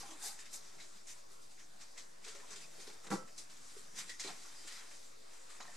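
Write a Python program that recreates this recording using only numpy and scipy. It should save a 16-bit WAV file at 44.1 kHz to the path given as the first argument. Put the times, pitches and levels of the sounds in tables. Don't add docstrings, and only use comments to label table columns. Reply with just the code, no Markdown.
import sys
import numpy as np
from scipy import signal
from scipy.fft import rfft, irfft, next_fast_len
from scipy.io import wavfile
from scipy.ndimage import uniform_filter1d

SR = 44100
rng = np.random.default_rng(int(sys.argv[2]) if len(sys.argv) > 2 else 0)


def store_wav(level_fs):
    pcm = np.round(np.clip(np.atleast_2d(level_fs), -1, 1) * 32767)
    wavfile.write(sys.argv[1], SR, pcm.T.astype(np.int16))


def field_ratio(decibels):
    return 10 ** (np.asarray(decibels, dtype=float) / 20)


N = 254348


def rms_one(x):
    return x / np.sqrt(np.mean(x ** 2) + 1e-20)


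def at_hz(points, hz):
    table = np.array(points)
    return np.interp(np.log(hz), np.log(table[:, 0]), table[:, 1])


def high_pass(x, hz):
    return signal.sosfilt(signal.butter(4, hz, "high", fs=SR, output="sos"), x)


def drift(rate, spread_db=None):
    r = np.exp(-80 * np.pi * rate / SR)
    slow = signal.lfilter([1], [1, -2 * r, r * r], rng.standard_normal(N // 40 + 2002))[2000:]
    slow = rms_one(slow - slow.mean())
    if spread_db is not None:
        slow = field_ratio(spread_db * np.minimum(slow, 2))
    return np.interp(np.arange(N) / 40, np.arange(len(slow)), slow)


def ring(x, hz, t60):
    r = field_ratio(-60 / (max(t60, 0.005) * SR))
    w = 2 * np.pi * hz / SR
    return signal.lfilter([0, np.sin(w)], [1, -2 * r * np.cos(w), r * r], x + 1e-18)


def resonate(x, peaks):
    out = 0
    for k, (hz, width_hz, db) in enumerate(peaks):
        r = np.exp(-np.pi * width_hz / SR)
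        gain = (-1) ** k * field_ratio(db) * (1 - r * r) / 2
        out = out + signal.lfilter([gain, 0, -gain], [1, -2 * r * np.cos(2 * np.pi * hz / SR), r * r], x)
    return out


def slips(per_s, spread_db, size):
    shape = size + (N,)
    when = rng.random(shape) < per_s / SR
    strength = field_ratio(spread_db * np.minimum(rng.exponential(1, shape), 3.3))
    return rms_one(when * strength * rng.choice([-1, 1], shape))


# (frequency [Hz], likeness [-1 to 1])
STEREO_LIKENESS = [(60, 1), (150, 0.17), (380, -0.82), (950, -0.57), (2380, 0.21), (5960, 0.75),
                   (15000, -0.21)]
# (frequency [Hz], left over right [dB])
STEREO_LEAN = [(60, -0.5), (240, 0.5), (950, 0), (3760, 1.5), (15000, 1)]


def coloured(white, spectrum, patchy_db):
    out = 0
    edges = spectrum[0][0] * 2 ** np.arange(0, 9, 1 / 3)
    edges = edges[edges < 16500]
    for k, (low, high) in enumerate(zip(edges, edges[1:])):
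        band = signal.butter(2, [low, high], "band", fs=SR, output="sos")
        mid, side = signal.sosfilt(band, white[k % 2])
        hz = np.sqrt(low * high)
        alike = np.clip(at_hz(STEREO_LIKENESS, hz), -1, 1)
        lean_db = at_hz(STEREO_LEAN, hz) / 2
        pair = np.sqrt(1 + alike) * mid + np.sqrt(1 - alike) * side * [[1], [-1]]
        level = field_ratio(at_hz(spectrum, hz) + np.array([[lean_db], [-lean_db]]))
        out = out + drift(6.0, patchy_db) * pair * level
    return rms_one(out)


# (time [s], light contact [dB], stickiness [dB], nearness to the rim [dB/octave])
RESTING_BRUSH = [(0, -58, -5, -3), (.19, -62.5, 1.5, 8), (.5, -61, -8.5, 2), (.79, -61, -3.5, 5),
                 (1.04, -66.5, -15, 5), (1.39, -68, -15, -5), (1.77, -65, -7, -7), (2.2, -66.5, -3.5, -7),
                 (2.42, -60.5, -4.5, 0), (2.71, -65, -1.5, -5.5), (3.02, -61, -6.5, 4),
                 (3.36, -65.5, -4.5, -2.5), (3.94, -61.5, -6.5, -7.5), (4.18, -63.5, -8, -8),
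                 (4.4, -55.5, -6.5, 12), (4.95, -57, -8.5, 9), (5.16, -65.5, -9, 6), (5.77, -60, 0, 13)]
# (time [s], peak [dB], scrape relative to it [dB], fade t60 [s])
BRISTLE_DABS = [(0.107, -39.5, -13, 0.23), (0.3893, -47, 1, 0.15), (0.4544, -44, -4.5, 0.2),
                (0.8001, -46, 0, 0.13), (1.075, -46, -3.5, 0.15), (1.81, -45.5, 1, 0.097),
                (1.9758, -38.5, -20, 0.31), (2.2436, -37, -14, 0.11), (2.278, -37.5, -12, 0.43),
                (2.3496, -41.5, -4.5, 0.25), (2.398, -45, 6.5, 0.075), (2.5047, -44, -1, 0.16),
                (2.5592, -36, -23, 0.19), (2.7994, -43, -7, 0.203), (2.8692, -42, -7.5, 0.25),
                (3.0687, -38.5, -1, 0.071), (3.103, -31.5, -5, 0.083), (3.2755, -49, 4.5, 0.11),
                (3.378, -35.5, -29, 0.15), (3.497, -45, -7.5, 0.47), (3.5675, -43.5, -22, 0.16),
                (3.9865, -28, -18, 0.11), (4.0942, -29, -24, 0.11), (4.196, -32.5, -15, 0.31),
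                (4.236, -33, -9.5, 0.45), (4.274, -35, -2, 0.25), (4.674, -36, -5.5, 0.121),
                (4.7194, -37.5, -12, 0.135), (4.9097, -47, 3, 0.12), (5.603, -43, -4, 0.13)]
# (fastest at [s], hiss [dB], swell [s], tip sheen relative [dB], glue scrape relative [dB])
STROKES = [(.003, -49.5, 0.024, -7.5, -7), (.08, -54, 0.054, -8, -9), (0.265, -44, 0.074, -4, -18),
           (.4, -53.5, 0.05, -11, -3), (0.541, -47, 0.026, -3.5, -28), (.82, -56.5, 0.061, -25, -6),
           (1.101, -52, 0.051, -5.5, -7), (1.32, -60.5, 0.041, -5.5, -12), (1.6, -62, 0.032, -18, -1),
           (1.81, -57, 0.025, -10, -2.5), (1.981, -54.5, 0.021, -29, 0.5), (2.27, -51.5, 0.053, -23, 0),
           (2.53, -52, 0.085, -18, -0.5), (2.62, -55, 0.044, -9, -6), (2.83, -55.5, 0.2, -7, -2.5),
           (3.131, -44.5, 0.035, -9, -12), (3.389, -52, 0.028, -7, -13), (3.72, -57.5, 0.15, -9.5, -8),
           (3.985, -42, 0.032, -14, -2.5), (4.095, -50, 0.071, -37, -7), (4.205, -46, 0.02, -28, -2),
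           (4.7, -51, 0.1, -24, -1.5), (5.51, -58, 0.026, -8, 2.5), (5.62, -64, 0.031, -25, -13)]
# (fastest at [s], hiss [dB], swell [s], glue scrape relative [dB])
LIGHT_STROKES = [(.66, -62.5, .05, -1), (.96, -63.5, 0.055, -1.5), (1.19, -62, .03, -9),
                 (1.43, -63, .03, -7), (1.52, -64, 0.037, -7), (1.92, -68, .04, -9),
                 (3.05, -53.5, 0.026, 0), (3.64, -77, .05, -8), (3.78, -55.5, 0.02, -6),
                 (4.47, -61, 0.037, -1), (4.8, -57.5, 0.08, 5), (5.04, -61.5, 0.071, -13),
                 (5.34, -63.5, 0.092, 3), (5.56, -62.5, 0.028, 4.5)]
# (time [s], level [dB], hold [s], t60 [s], nearness to the rim [dB/octave])
PANEL_SHAKES = [(0, -52, 0.037, 0.15, 1), (0.21, -56.5, 0.04, .2, 16), (1.28, -67, 0.043, 0.18, 11),
                (2.858, -58, 0.043, 0.23, -1), (3.041, -54, 0.049, .1, 0), (3.1, -40.5, 0.049, 0.17, -3.5),
                (3.202, -55, 0.044, 0.17, -7), (3.925, -62, 0.046, 0.22, -6), (4.244, -51.5, 0.05, .15, 3),
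                (4.645, -59.5, 0.036, .2, -11), (5.595, -57.5, 0.023, 0.44, 11)]


def pressure():
    t = np.arange(N) / SR
    s, *columns = np.transpose(RESTING_BRUSH)
    rest_db, sticky_db, rim_db = [np.interp(t, s, c) for c in columns]

    lift_s, lift_db, bump_lift_db = 0.061, -2, -5
    bump_s = PANEL_BUMP[0][0]
    ease = np.exp(-np.abs(t - bump_s) / lift_s) * (t < bump_s) * bump_lift_db
    dabs, dab_scrape = np.zeros(N), np.zeros(N)
    for start, db, rel_db, t60 in BRISTLE_DABS:
        i = round(start * SR)
        age = t[:min(N - i, SR // 3)]
        dab = (1 - np.exp(-age / 0.0027)) * field_ratio(2 * (db - 12.0 - 60 * age / max(t60, 0.02)))
        dabs[i:i + len(age)] += dab
        dab_scrape[i:i + len(age)] += dab * field_ratio(2 * rel_db)
        lead = t[:min(i, SR // 10)][::-1]
        ease[i - len(lead):i] += lift_db * np.exp(-lead / lift_s)

    rest, sweeps = field_ratio(2 * rest_db), np.zeros(N)
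    sheen = rest * field_ratio(2 * (-9 - 0.28 * rim_db))
    scrape = rest * field_ratio(2 * sticky_db)
    light = [(s, db, swell, -9, rel_db) for s, db, swell, rel_db in LIGHT_STROKES]
    for peak, db, swell, sheen_db, scrape_db in STROKES + light:
        near = slice(max(round(peak * SR) - SR // 3, 0), round(peak * SR) + SR // 2)
        fade = 0.04 + 0.75 * swell
        away = np.where(t[near] < peak, (peak - t[near]) / swell, (t[near] - peak) / fade)
        sweep = field_ratio(2 * (db - 15 * np.minimum(away, 5) ** 1.3))
        sweeps[near] += sweep
        sheen[near] += sweep * field_ratio(2 * sheen_db)
        scrape[near] += sweep * field_ratio(2 * scrape_db)

    eased = field_ratio(2 * ease)
    hum = eased * (rest * field_ratio(2 * (0.5 + sticky_db)) + sweeps * field_ratio(2 * -14.5))
    tilt = hum * (rim_db + 4 * sweeps / (rest + sweeps))
    for start, db, hold, t60, shake_rim_db in PANEL_SHAKES:
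        near = slice(round(start * SR), round(start * SR) + SR // 2)
        age = t[near] - start
        shake = np.clip(age / 0.011, 0, 1) * field_ratio(2 * (db - 60 * np.maximum(age - hold, 0) / t60))
        hum[near] += shake
        tilt[near] += shake * shake_rim_db

    hiss = eased * (rest + sweeps) + dabs
    sheen = (eased * sheen + dabs * field_ratio(2 * -29)) / hiss
    scrape = eased * scrape * field_ratio(-9.0) + dab_scrape
    return np.sqrt(hiss), np.sqrt(sheen), np.sqrt(scrape), field_ratio(-5.0) * np.sqrt(hum), tilt / hum


# (frequency [Hz], density [dB per Hz])
BRISTLE_TONE = [(1650, -11.5), (2800, -5), (3090, -2.5), (3960, -0.5), (4370, 0), (6330, 0), (7700, 0),
                (9000, -9), (11700, -32), (19800, -120)]


def tufts(count):
    out = 0
    rub = slips(14000, 2.6, size=())
    for hz in np.geomspace(3200, 11000, count) * rng.uniform(0.9, 1.03, count):
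        streak = resonate(rub, [(hz, 70, 0)])
        out = out + field_ratio(at_hz(BRISTLE_TONE, hz)) * drift(7.0, spread_db=5.5) * streak
    return rms_one(out)


# (frequency [Hz], density [dB per Hz])
TIP_SHEEN = [(7500, -7), (9000, 8), (11000, -7), (13000, -7), (14500, -26), (15500, -40)]


def bristles(hiss, sheen):
    ticks = slips(14000, 3.3, size=(2, 2))
    body = coloured(ticks, BRISTLE_TONE, patchy_db=2.0)
    body = rms_one(body + field_ratio(-6.5) * tufts(count=22))
    body = body - np.clip(0.84 * sheen, 0, 0.9) * resonate(body, [(3060, 1900, 0)])
    bright = body + sheen * coloured(ticks, TIP_SHEEN, patchy_db=2.0)
    soft_top = signal.butter(4, 14000, fs=SR, output="sos")
    return hiss * field_ratio(0.15 * drift(40)) * signal.sosfilt(soft_top, bright)


# (frequency [Hz], width [Hz], level [dB])
GLUE_SCRAPE = [(1220, 1010, -0.5), (1880, 280, 7.5), (2310, 830, 0.5)]


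def glue(scrape):
    sticky = rms_one(resonate(slips(5000, 3.4, size=()), GLUE_SCRAPE))
    return scrape * field_ratio(0.78 * drift(44.0)) * sticky


# (frequency [Hz], level [dB], t60 [s])
PANEL_MODES = [(138, -16.5, 0.34), (196, -3.5, 0.14), (302, -13, 0.061), (323, -13.5, 0.07),
               (380, -12, 0.063), (455, -12, 0.055), (500, -6.5, 0.065), (610, -14, 0.052),
               (755, -14, 0.014), (822, -5, 0.049), (965, -11, 0.06), (1140, -1, 0.027), (1328, -8.5, 0.27),
               (1400, -18, 0.21), (1560, -11, 0.098), (1933, -13.5, 0.071)]
# (time [s], blow [dB])
PANEL_BUMP = [
    (3.103, -53),
    (3.107, -44.5),
    (3.115, -37),
    (3.118, -37),
    (3.123, -37),
    (3.129, -41),
    (3.1386, -37),
    (3.157, -44),
    (3.184, -46),
]


def panel(hum, tilt_db):
    rub = slips(2500, 2.8, size=())
    at = [round(s * SR) for s, db in PANEL_BUMP]
    blow_db = np.array(PANEL_BUMP)[:, 1]
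    humming, struck, power = 0, 0, 0
    for hz, db, t60 in PANEL_MODES:
        share = field_ratio(db + (1.0 + tilt_db) * np.log2(hz / 600))
        rubbed = rms_one(ring(rub, hz, 0.28 * t60))
        humming = humming + share * drift(8, spread_db=2) * rubbed
        power = power + share ** 2
        blows = np.zeros(N)
        blows[at] = field_ratio(blow_db + db + rng.normal(0, 2.9, len(at)))
        struck = struck + ring(blows, hz, t60)
    damping = field_ratio(-6 * np.clip((np.arange(N) / SR - 3.152) / 0.013, 0, 1))
    return field_ratio(-2.0) * hum * humming / np.sqrt(power) + struck * damping


# (frequency [Hz], density [dB per Hz])
ROOM_TONE = [(35, -9), (60, -8), (265, -1.5), (376, 2), (641, 1.5), (771, -1), (1090, -2.5), (1230, -3.5),
             (1350, -3), (1950, -9.5), (3410, -16), (4720, -7.5), (15400, -27)]


def room_hiss():
    return field_ratio(-60 - 2.0) * coloured(rng.standard_normal((2, 2, N)), ROOM_TONE, patchy_db=3.0)


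def room(x):
    t60_s, wall_cut_hz = 0.23, 5400
    size = next_fast_len(N + SR)
    w = 2 * np.pi * np.arange(size // 2 + 1) / size
    wall = 1 / (1 + 1j * w * SR / (2 * np.pi * wall_cut_hz))
    out = [0, 0]
    for k, lag in enumerate((rng.uniform(0.009, 0.03, 16) * SR).astype(int)):
        loop = field_ratio(-60 * lag / SR / t60_s) * wall * np.exp(-1j * w * lag)
        out[k % 2] = out[k % 2] + (-1) ** (k // 2) * loop / (1 - loop)
    return irfft(rfft(x, size) * np.array(out), size)[:, :N]


# (time [s], peak [dB], ring [Hz], crack relative [dB])
HANDLE_KNOCKS = [(0.03, -50, 790, -19), (0.089, -55, 1005, -15), (0.118, -51.5, 318, -10),
                 (0.149, -55, 310, -18.5), (0.236, -45, 822, -17), (0.269, -53, 815, -21),
                 (0.289, -54, 844, -14), (0.329, -61, 850, -10), (1.163, -59, 990, -17),
                 (2.275, -54, 397, -3), (2.349, -54, 404, -8), (2.434, -57, 976, -12),
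                 (2.519, -54.5, 1044, -15), (2.569, -62, 427, -8), (2.799, -59, 332, -7),
                 (2.876, -45.5, 421, -12.5), (2.908, -66, 450, -14), (3.067, -50.5, 191, -8),
                 (3.765, -47, 409, -23), (4.246, -39.5, 389, -18), (4.284, -53, 403, -7),
                 (4.298, -53, 836, -14), (4.314, -58, 844, -9), (4.452, -55, 1400, -18),
                 (5.499, -56, 1200, -9), (5.604, -53.5, 750, -0.5), (5.609, -51, 1057, -1.5),
                 (5.653, -52.5, 1060, -11), (5.682, -54, 700, -12), (5.692, -53.5, 867, -18)]


def knocks():
    out, age = np.zeros(N + SR), np.arange(SR // 4) / SR
    detune = rng.uniform(1.031, 1.26, (len(HANDLE_KNOCKS), 2))
    cracks = rng.standard_normal((len(HANDLE_KNOCKS), len(age)))
    cracks = signal.sosfilt(signal.butter(2, [600, 4000], "band", fs=SR, output="sos"), cracks)
    for (start, db, hz, crack_db), (up, down), crack in zip(HANDLE_KNOCKS, detune, cracks):
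        phase = 2 * np.pi * hz * age
        modes = np.sin(phase) + 0.26 * np.sin(phase * up) + 0.51 * np.sin(phase / down)
        body = (1 - np.exp(-age * hz / 1.7)) * modes
        body = body + field_ratio(crack_db + 10.5) * crack * np.exp(-age / 0.0097)
        body = field_ratio(db - 7.0 - 60 * age / 0.056 * (hz / 500) ** 0.22) * body
        for delay, echo_db in [(0, 10), (0.018, -2), (0.037, -15)]:
            i = round((start + delay) * SR)
            out[i:i + len(age)] += field_ratio(echo_db) * body
    return out[:N]


# (time [s], held [s], frequency [Hz], width [Hz], level [dB])
RUBBED_SPOTS = [(.03, 0.035, 1380, 120, -69), (.07, .02, 800, 90, -71), (.095, 0.043, 1020, 119, -65),
                (.11, 0.027, 690, 100, -63.5), (0.241, 0.033, 1700, 120, -62), (.25, 0.084, 835, 160, -67),
                (.26, 0.026, 2070, 150, -66), (.29, 0.044, 1290, 100, -70), (.39, 0.045, 1090, 150, -76),
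                (2.26, 0.039, 430, 70, -63), (2.32, .04, 1380, 150, -68), (2.34, 0.069, 417, 60.4, -68),
                (2.35, 0.041, 570, 79, -65.5), (2.43, .02, 1010, 120, -65.5), (2.5, 0.082, 420, 50.3, -66),
                (2.505, 0.033, 5960, 700, -56.5), (2.511, 0.048, 1660, 100, -67),
                (2.516, 0.03, 1050, 120, -65), (2.56, .02, 7000, 700, -61), (2.61, 0.036, 1290, 100, -70),
                (2.615, .03, 4900, 300, -62), (2.621, 0.034, 2560, 200, -64.5),
                (2.775, .05, 3230, 100, -72), (2.781, 0.029, 400, 150, -64),
                (2.81, 0.017, 6200, 500, -58.5), (2.89, 0.073, 435, 50, -68), (2.9, 0.017, 2260, 120, -68),
                (3.114, 0.027, 812, 90, -43.5), (4.13, 0.029, 1944, 100, -66),
                (4.2, .007, 6600, 1300, -48), (4.235, 0.037, 2310, 150, -59.5),
                (4.28, .025, 750, 120, -57), (4.285, 0.019, 1060, 90, -61), (4.29, 0.057, 194, 40, -66),
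                (4.3, 0.026, 422, 50, -66), (5.605, .028, 6800, 700, -61),
                (5.607, 0.0064, 1070, 200, -52.5), (5.613, 0.017, 4000, 400, -59.5),
                (5.626, .01, 1200, 250, -65), (5.66, .015, 4000, 300, -66),
                (.06, 0.085, 3300, 500, -67), (.07, 0.073, 6500, 1500, -65),
                (.225, 0.065, 6800, 2010, -50.5), (.235, 0.054, 11500, 2500, -54),
                (.39, 0.026, 6960, 1500, -60), (.53, 0.036, 7200, 1800, -52), (.785, 0.026, 2100, 800, -63),
                (.802, 0.024, 3870, 600, -61), (1.07, 0.063, 6300, 1600, -56.5),
                (1.07, .04, 1940, 500, -66), (1.17, .04, 6260, 1500, -66), (1.575, 0.048, 1870, 900, -68.5),
                (1.59, .06, 6030, 1600, -65), (1.81, 0.018, 1980, 500, -72),
                (1.812, 0.026, 5800, 1500, -59), (1.968, 0.019, 2070, 700, -61.5),
                (1.975, 0.024, 6200, 1500, -60), (2.24, 0.016, 2250, 500, -62), (3.105, .015, 191, 40, -44),
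                (3.108, 0.038, 2280, 600, -64), (3.112, 0.037, 323, 40, -42.5),
                (3.118, 0.024, 468, 60, -50), (3.96, 0.05, 6200, 1500, -53.5),
                (4.55, 0.078, 4930, 300, -62.5), (3.14, 0.027, 1155, 40, -57),
                (4.675, 0.055, 4060, 150, -63), (4.678, .015, 2980, 250, -61), (4.71, .02, 1990, 100, -62),
                (4.755, .045, 3950, 200, -63.5), (4.76, 0.019, 2010, 100, -62), (4.76, .06, 3330, 200, -68),
                (4.91, 0.013, 1900, 300, -65), (.42, .05, 1900, 900, -67), (4.45, 0.1, 3150, 900, -75),
                (4.83, 0.11, 3200, 900, -78)]


def rubs():
    out, age = np.zeros((2, N + SR)), np.arange(SR // 6) / SR
    spots = RUBBED_SPOTS
    noise = rng.standard_normal((len(spots), 2, SR // 5))
    for (start, held, hz, width_hz, db), pair in zip(spots, noise):
        even = np.sign(resonate(pair, [(hz, width_hz, 0)]))
        mid, side = rms_one(resonate(even, [(hz, 2 * width_hz, 0)])[:, -len(age):])
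        shape = field_ratio(db) * np.clip(age / 0.0013, 0, 1) * np.exp(-np.maximum(age - held, 0) / 0.0058)
        i = round(start * SR)
        out[:, i:i + len(age)] += shape * (mid + field_ratio(-8) * side * [[1], [-1]])
    return signal.sosfilt(signal.butter(4, [140.0, 12000.0], "band", fs=SR, output="sos"), out[:, :N])


# (time [s], peak [dB], frequency [Hz], t60 [s])
THIN_RINGS = [(.033, -47, 810, 0.13), (.05, -54, 1028, 0.14), (.09, -55, 320, 0.21), (.244, -56, 844, 0.16),
              (.26, -55.5, 444, 0.11), (.3, -55, 815, .2), (.392, -49, 1840, 0.018),
              (.455, -53, 2100, .015), (.8, -54, 2200, .04), (0.806, -51, 3960, 0.081),
              (1.978, -50.5, 2090, 0.045), (3.042, -60, 1290, .09), (3.175, -51, 520, 0.14),
              (3.17, -52.5, 274, 0.15), (3.18, -61, 200, 0.18), (3.172, -52, 1323, 0.41),
              (3.222, -61, 1325, .2), (3.16, -54, 1000, 0.16), (3.265, -64, 274, 0.16),
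              (3.275, -56.5, 1320, .13), (3.295, -69, 430, .3), (4.0944, -49, 2450, .012),
              (4.094, -42, 1910, 0.036), (4.1018, -39, 1950, 0.02), (4.11, -44, 1840, .025),
              (4.117, -46, 2050, .025), (4.122, -60, 1905, 0.46), (4.124, -61, 1990, .45),
              (4.197, -43, 2070, 0.023), (4.206, -51, 1900, .015), (4.238, -49, 1870, .05),
              (4.24, -48, 4090, .11), (4.273, -45.5, 4070, 0.076), (5.6028, -42.5, 1390, 0.01),
              (5.6036, -52, 1940, .015), (5.6036, -47, 726, 0.035), (5.613, -52, 840, 0.054),
              (5.627, -63, 1250, .04), (5.76, -56, 1500, .04), (5.604, -54, 5500, .012),
              (5.6068, -51, 1310, .008), (5.653, -48, 1590, .01), (5.652, -57, 1840, .05),
              (5.68, -54, 1820, 0.11), (5.72, -60, 1794, 0.14)]


def rings():
    out, age = np.zeros(N + SR), np.arange(SR // 2) / SR
    for start, db, hz, t60 in THIN_RINGS:
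        i = round(start * SR)
        out[i:i + len(age)] += field_ratio(db - 60 * age / t60) * np.sin(2 * np.pi * hz * age)
    return out[:N] * (1 + 0.25 * drift(60))


# (frequency [Hz], width [Hz], level of the resonance taken away [dB])
TABLE_NOTCHES = [(2864, 120, -4.5), (4440, 170, -7.5)]


def scene():
    hiss, sheen, scrape, hum, tilt_db = pressure()
    bright = bristles(hiss, sheen)
    wood = high_pass(glue(scrape) + panel(hum, tilt_db) + knocks() + rings(), 153.0)
    echo = room(field_ratio(-12) * high_pass(wood, 310) + field_ratio(-29) * bright[0])
    near = bright + wood * field_ratio([[-1.5], [-1.4]]) + echo + rubs()
    for dip in TABLE_NOTCHES:
        near = near - resonate(near, [dip])
    return near + room_hiss()


def top_cut(x):
    return signal.sosfilt(signal.butter(12, 15560.0, fs=SR, output="sos"), x)


def record(dry):
    low = signal.sosfiltfilt(signal.butter(8, 14040, fs=SR, output="sos"), dry)
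    top = dry - low
    loud_db = 10 * np.log10(uniform_filter1d(np.mean(dry ** 2, axis=0), size=1500) + 1e-12)
    dry = dry - top * np.interp(loud_db, [-58, -55.5], [0, 0.92])
    offset = -0.0026 + field_ratio(-75.5) * drift(7.0) + field_ratio(-99) * drift(11.0) * [[1], [-1]]
    return top_cut(dry + offset)


dry = scene()
out = record(dry)
store_wav(out)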